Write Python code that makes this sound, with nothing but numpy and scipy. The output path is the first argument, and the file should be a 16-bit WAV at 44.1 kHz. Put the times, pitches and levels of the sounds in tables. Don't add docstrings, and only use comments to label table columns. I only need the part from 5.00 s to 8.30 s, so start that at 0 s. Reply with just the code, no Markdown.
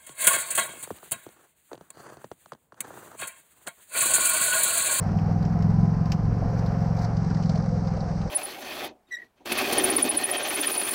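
import sys
import numpy as np
from scipy import signal
from scipy.fft import rfft, irfft
from scipy.io import wavfile
from scipy.ndimage import uniform_filter1d

SR = 44100
rng = np.random.default_rng(int(sys.argv[2]) if len(sys.argv) > 2 else 0)


def pcm_store(signal):
    levels = np.round(np.clip(np.atleast_2d(signal), -1, 1) * 32767)
    wavfile.write(sys.argv[1], SR, levels.astype(np.int16).T)


N = 145530
ATTACK_S = 0.0022


def undb(db):
    return 10 ** (np.asarray(db) / 20)


def unit(x):
    return x / np.sqrt(np.mean(x ** 2))


def curve(table, axis):
    rows = np.array(table)
    return np.interp(np.arange(N) / SR, rows[:, 0], rows[:, axis])


def colour(x, points):
    p = np.array(points)
    f = np.fft.rfftfreq(N, 1 / SR) + 1
    octaves_below = np.log2(np.maximum(p[0, 0] / f, 1))
    octaves_above = np.log2(np.maximum(f / p[-1, 0], 1))
    level = np.interp(np.log(f), np.log(p[:, 0]), p[:, 1])
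    return irfft(rfft(x) * undb(level - 120 * (octaves_below + octaves_above)), N)


def walk(rate):
    hold = int(SR / rate)
    steps = np.repeat(rng.standard_normal(N // hold + 1), hold)
    return unit(uniform_filter1d(uniform_filter1d(steps, hold), hold)[:N])


def noise():
    return rng.standard_normal(N)


def resonate(x, hz, q):
    b, a = signal.iirpeak(hz, q, SR)
    return signal.lfilter(b, a, x)


def burst(s, db, t60):
    age = np.maximum(np.arange(N) / SR - s, 0)
    return np.minimum(age / ATTACK_S, 1) * 1000. ** (-age / t60) * undb(db)


# f/Hz, level/dB
RUMBLE_SPECTRUM = [(28, -5), (45, -2), (80, -1.5), (150, -6), (220, -7), (300, -14), (450, -27.5)]
RUMBLE_DB, RUMBLE_FOLLOWS = -6.5, 0.12


def rumble():
    load = curve(ENGINE_LEVELS, axis=1)
    db = RUMBLE_DB + load.mean() + RUMBLE_FOLLOWS * (load - load.mean()) + 3.1 * walk(4.92)
    return unit(colour(noise(), RUMBLE_SPECTRUM)) * undb(db)


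# t/s, body drone level/dB, tyre hiss level/dB,
# drone around 200-370 Hz against the rest level/dB
ROLLING_LEVELS = [(0.05, -37, -57.5, 0.1), (0.16, -38.5, -59, -1.5), (0.94, -39.5, -59.5, 0.5),
                  (1.37, -39.5, -58.5, -7), (1.64, -37.5, -58, -3), (2.0, -37.5, -57, 1.5),
                  (2.53, -40, -54.5, 2.5), (2.81, -40.5, -56, 2.5), (2.97, -38, -55.5, 2.5),
                  (3.2, -40, -55, 3)]
# f/Hz, level/dB
DRONE_SPECTRUM = [(150, -31.5), (250, -2), (369, -9.5), (424, -3), (587, -5.5), (794, -6), (903, -7.5),
                  (1450, -13), (3300, -35), (4290, -81)]
# f/Hz, width/Hz, middle level against the drone/dB
BODY_RINGS = [(438, 27, -10), (712.6, 22, -5), (787, 43, -7)]


def body():
    drone = unit(colour(noise() * undb(1.18 * walk(70) + 0.57 * walk(16)), DRONE_SPECTRUM))
    low_drone = colour(drone, [(200, 0), (370, 0.0074)])
    out = drone + (undb(curve(ROLLING_LEVELS, axis=3)) - 1) * low_drone
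    for hz, width, db in BODY_RINGS:
        ring = resonate(colour(noise(), DRONE_SPECTRUM), hz, hz / width)
        out = out + undb(db + 1.8 * walk(7.16)) * unit(ring)
    return unit(out) * undb(curve(ROLLING_LEVELS, axis=1))


# t/s, level/dB
RATTLE_LEVELS = [(0.9, -54.5), (1.3, -53.5), (1.5, -39.5), (1.65, -41), (1.9, -46), (2.4, -51.5),
                 (2.66, -39), (2.76, -35), (2.78, -44), (3.0, -41.5), (3.25, -46)]
RATTLE_WIDTH_HZ, RATTLE_HZ, RATTLE_DRIFT_HZ = 66, 530.8, 12


def rattle():
    lowpass = signal.butter(3, RATTLE_WIDTH_HZ / 2, fs=SR, output="sos")
    slow = signal.sosfilt(lowpass, rng.standard_normal((2, N)))
    phase = 2 * np.pi * np.cumsum(RATTLE_HZ + RATTLE_DRIFT_HZ * walk(3)) / SR
    band = slow[0] * np.cos(phase) + slow[1] * np.sin(phase)
    return unit(band) * undb(curve(RATTLE_LEVELS, axis=1))


TOP_DB, TOP_ENDS_S, TOP_DROP_DB = -21, 2.07, -29


def top_share():
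    t = np.arange(N) / SR
    fallen = np.clip((t - TOP_ENDS_S) / 0.058 + .5, 0, 1)
    return undb(TOP_DB + TOP_DROP_DB * fallen)


# f/Hz, level/dB
HISS_SPECTRUM = [(1760, -41), (3000, -34), (3440, -13), (4490, -1.5), (5690, -0.5), (7370, -17),
                 (7870, -14.5), (9130, -24), (10100, -33), (11200, -49), (14600, -65)]
# f/Hz, level/dB
TOP_SPECTRUM = [(6590, -38), (11200, -9), (11900, 5), (13100, 4.5), (14600, 0.5), (15500, -8.5)]
# f/Hz, level/dB
CRUNCH_SPECTRUM = [(900, 2), (2300, -9)]
CRUNCH_DB = 2
GRIT_PER_S, GRIT_BUNCH_DB = 130, 4
GRIT_SPREAD_DB, GRIT_T60_S, GRIT_DB = 3, .025, -3


def gravel():
    chance = GRIT_PER_S / SR * undb(GRIT_BUNCH_DB * walk(12))
    sizes = undb(GRIT_SPREAD_DB * np.minimum(rng.exponential(size=N), 4))
    spikes = (rng.random(N) < chance) * sizes
    decay = 1000 ** (-1 / (GRIT_T60_S * SR))
    grit = unit(signal.lfilter([1], [1, -decay], spikes))
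    grit = uniform_filter1d(grit, int(ATTACK_S * SR))
    bed = noise() * undb(0.74 * walk(14)) + undb(GRIT_DB) * grit * noise()
    crunch = undb(CRUNCH_DB) * unit(colour(grit * noise(), CRUNCH_SPECTRUM))
    hiss = unit(colour(bed, HISS_SPECTRUM))
    top = unit(colour(bed, TOP_SPECTRUM)) * top_share()
    return (crunch + hiss + top) * undb(curve(ROLLING_LEVELS, axis=2))


# f/Hz, level/dB
CRACK_SPECTRUM = [(1760, -46.5), (3000, -20), (3560, -6), (4340, -2.5), (4870, -0.5), (7610, -11.5),
                  (11200, -29), (14600, -57)]
# t/s, bright crackle level/dB, part below about 3 kHz against it/dB
STONE_HITS = [(0.186, -51, 6.5), (0.425, -47.5, -10.5), (0.45, -47.5, -2), (0.622, -46, -6),
              (1.055, -46.5, -4.5), (1.1182, -33, -1.5), (1.59, -50, -22), (1.66, -44, -14),
              (1.9879, -46, -7), (2.0187, -45, -14), (2.0449, -45.5, -15), (2.1662, -43.5, -9.5),
              (2.3002, -50, -4), (2.3446, -45.5, -10), (2.371, -49, -17), (2.4234, -47, -5),
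              (2.4346, -46, -1), (2.4569, -52, -24), (2.4933, -37.5, -14.5), (2.5553, -42.5, -7),
              (2.6224, -49, -12), (2.8712, -45.5, -15), (2.969, -50, -5), (3.0044, -43, -19),
              (3.2144, -44.5, -3)]
STONE_T60_S, STONE_GRAIN_DB = 0.056, 1.5
STONE_HZ, STONE_SPREAD, STONE_Q = 4900, .07, 2.5


def stones():
    grain = noise() * undb(STONE_GRAIN_DB * walk(400))
    crack = unit(colour(grain, CRACK_SPECTRUM))
    low = unit(colour(grain, [(800, -5), (3100, -0.5)]))
    top = unit(colour(grain, TOP_SPECTRUM)) * top_share()
    out = 0
    for (s, db, low_db), chance in zip(STONE_HITS, rng.standard_normal(len(STONE_HITS))):
        own = resonate(crack, STONE_HZ * np.exp(STONE_SPREAD * chance), STONE_Q)
        out = out + burst(s, db, STONE_T60_S) * (unit(own + 0.27 * crack) + top + undb(low_db) * low)
    return out


# t/s, centre f/Hz, level/dB
BUMPS = [(0.141, 720, -36.5), (0.279, 510, -28), (0.836, 380, -27.5), (1.121, 950, -38.5),
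         (1.421, 670, -31), (1.624, 632, -32), (1.985, 780, -32.5), (2.105, 740, -38.5), (2.307, 1420, -41),
         (2.397, 760, -36), (2.494, 600, -30), (2.547, 640, -30), (2.974, 538, -26), (3.109, 555, -32.5),
         (3.258, 520, -33)]
KNOCK_T60_S, KNOCK_WIDTH = .12, .25


def knocks():
    out = 0
    for s, hz, db in BUMPS:
        q = 1 / KNOCK_WIDTH
        shaken = resonate(resonate(noise(), hz, q), hz, q)
        out = out + burst(s, db, KNOCK_T60_S) * unit(shaken)
    return out


# multiple of the cycle, middle level/dB, from t/s, to t/s (half faded)
WHINE_TONES = [(20, -51, 0.25, 2.9), (32, -45.5, .6, 2.1), (36, -49.5, 0.16, 1.26), (46, -50.5, 0.51, 1.6)]


def whines(turns):
    t, out = np.arange(N) / SR, 0
    for order, db, start, end in WHINE_TONES:
        gate = np.clip(np.minimum(t - start, end - t) / 0.63 + .5, 0, 1)
        level = undb(db + 1.6 * walk(6.7))
        out = out + gate * level * np.sin(2 * np.pi * round(order) * turns + 0.24 * walk(12))
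    return out


FIRST_TURN = 0.3286
SCATTER_DB, JITTER_S = 1.2, .0002


def train(turns, pattern):
    pulses, n = np.zeros(N), np.arange(-1, 90)
    for place, size in pattern:
        late, louder = rng.standard_normal((len(n), 2)).T
        at = np.interp(n + FIRST_TURN + place, turns, np.arange(N), -SR, 2 * N) + JITTER_S * SR * late
        ok = (at >= 0) & (at < N)
        np.add.at(pulses, at[ok].astype(int), (size * undb(SCATTER_DB * louder))[ok])
    return pulses


# t/s, upper thump level/dB, lower boom level/dB
ENGINE_LEVELS = [(0.0, -30, -27.5), (0.23, -22, -23), (0.43, -24.5, -31), (0.79, -20, -24),
                 (1.17, -26.5, -31.5), (1.23, -27.5, -24.5), (1.43, -29.5, -27.5), (1.56, -29, -25.5),
                 (1.87, -24.5, -27), (2.05, -29, -25), (2.46, -23, -32), (3.2, -30, -34.5)]
FIRING_PULSES = [(0.01, 1.05), (0.42, 0.39), (.62, 0.26), (0.24, 0.15)]
# f/Hz, level/dB
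SILENCER_SPECTRUM = [(120, -22), (135, -8), (155, -1), (178, -1), (200, -1.5), (225, -9), (270, -29.5),
                     (400, -48.5)]
# f/Hz, level/dB
BOOM_SPECTRUM = [(70, -20.5), (88, -1), (108, 7.2), (130, -8.5)]
# f/Hz, level/dB
THROB_SPECTRUM = [(18, -12.5), (44, 0.5), (66, 2.7), (85, -14.5)]
THROB_PLACE, THROB_DB = 0.47, -7.5
PIPE_HZ, PIPE_WIDTH_HZ, PIPE_DB = 159.5, 26, 5.5


def engine(turns):
    firings = train(turns, FIRING_PULSES)
    throbs = train(turns, [(THROB_PLACE, 1)])
    piped = firings + undb(PIPE_DB) * resonate(firings, PIPE_HZ, PIPE_HZ / PIPE_WIDTH_HZ)
    thump_db, boom_db = curve(ENGINE_LEVELS, axis=1), curve(ENGINE_LEVELS, axis=2)
    out = 0
    for pulses, shape, db in ((piped, SILENCER_SPECTRUM, thump_db),
                              (firings, BOOM_SPECTRUM, boom_db),
                              (throbs, THROB_SPECTRUM, boom_db.mean() + THROB_DB)):
        out = out + colour(pulses * undb(db), shape) / np.std(colour(pulses, shape))
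    return out


# t/s, cycle rate f/Hz
ENGINE_SPEED = [(0, 19.6), (.3, 20.45), (.8, 21.85), (1.06, 22.4), (2.14, 22.3), (2.47, 21.7), (3.05, 20.8),
                (3.3, 20.8)]


def scene():
    turns = np.cumsum(curve(ENGINE_SPEED, axis=1)) / SR
    background = rumble() + body() + rattle()
    track = gravel() + stones() + knocks()
    return (background + track + whines(turns) + engine(turns))[None]


TOP_HZ = 15680


def record(dry):
    return signal.sosfilt(signal.ellip(10, .2, 80, TOP_HZ, fs=SR, output="sos"), dry)


dry = scene()
out = record(dry)
pcm_store(out)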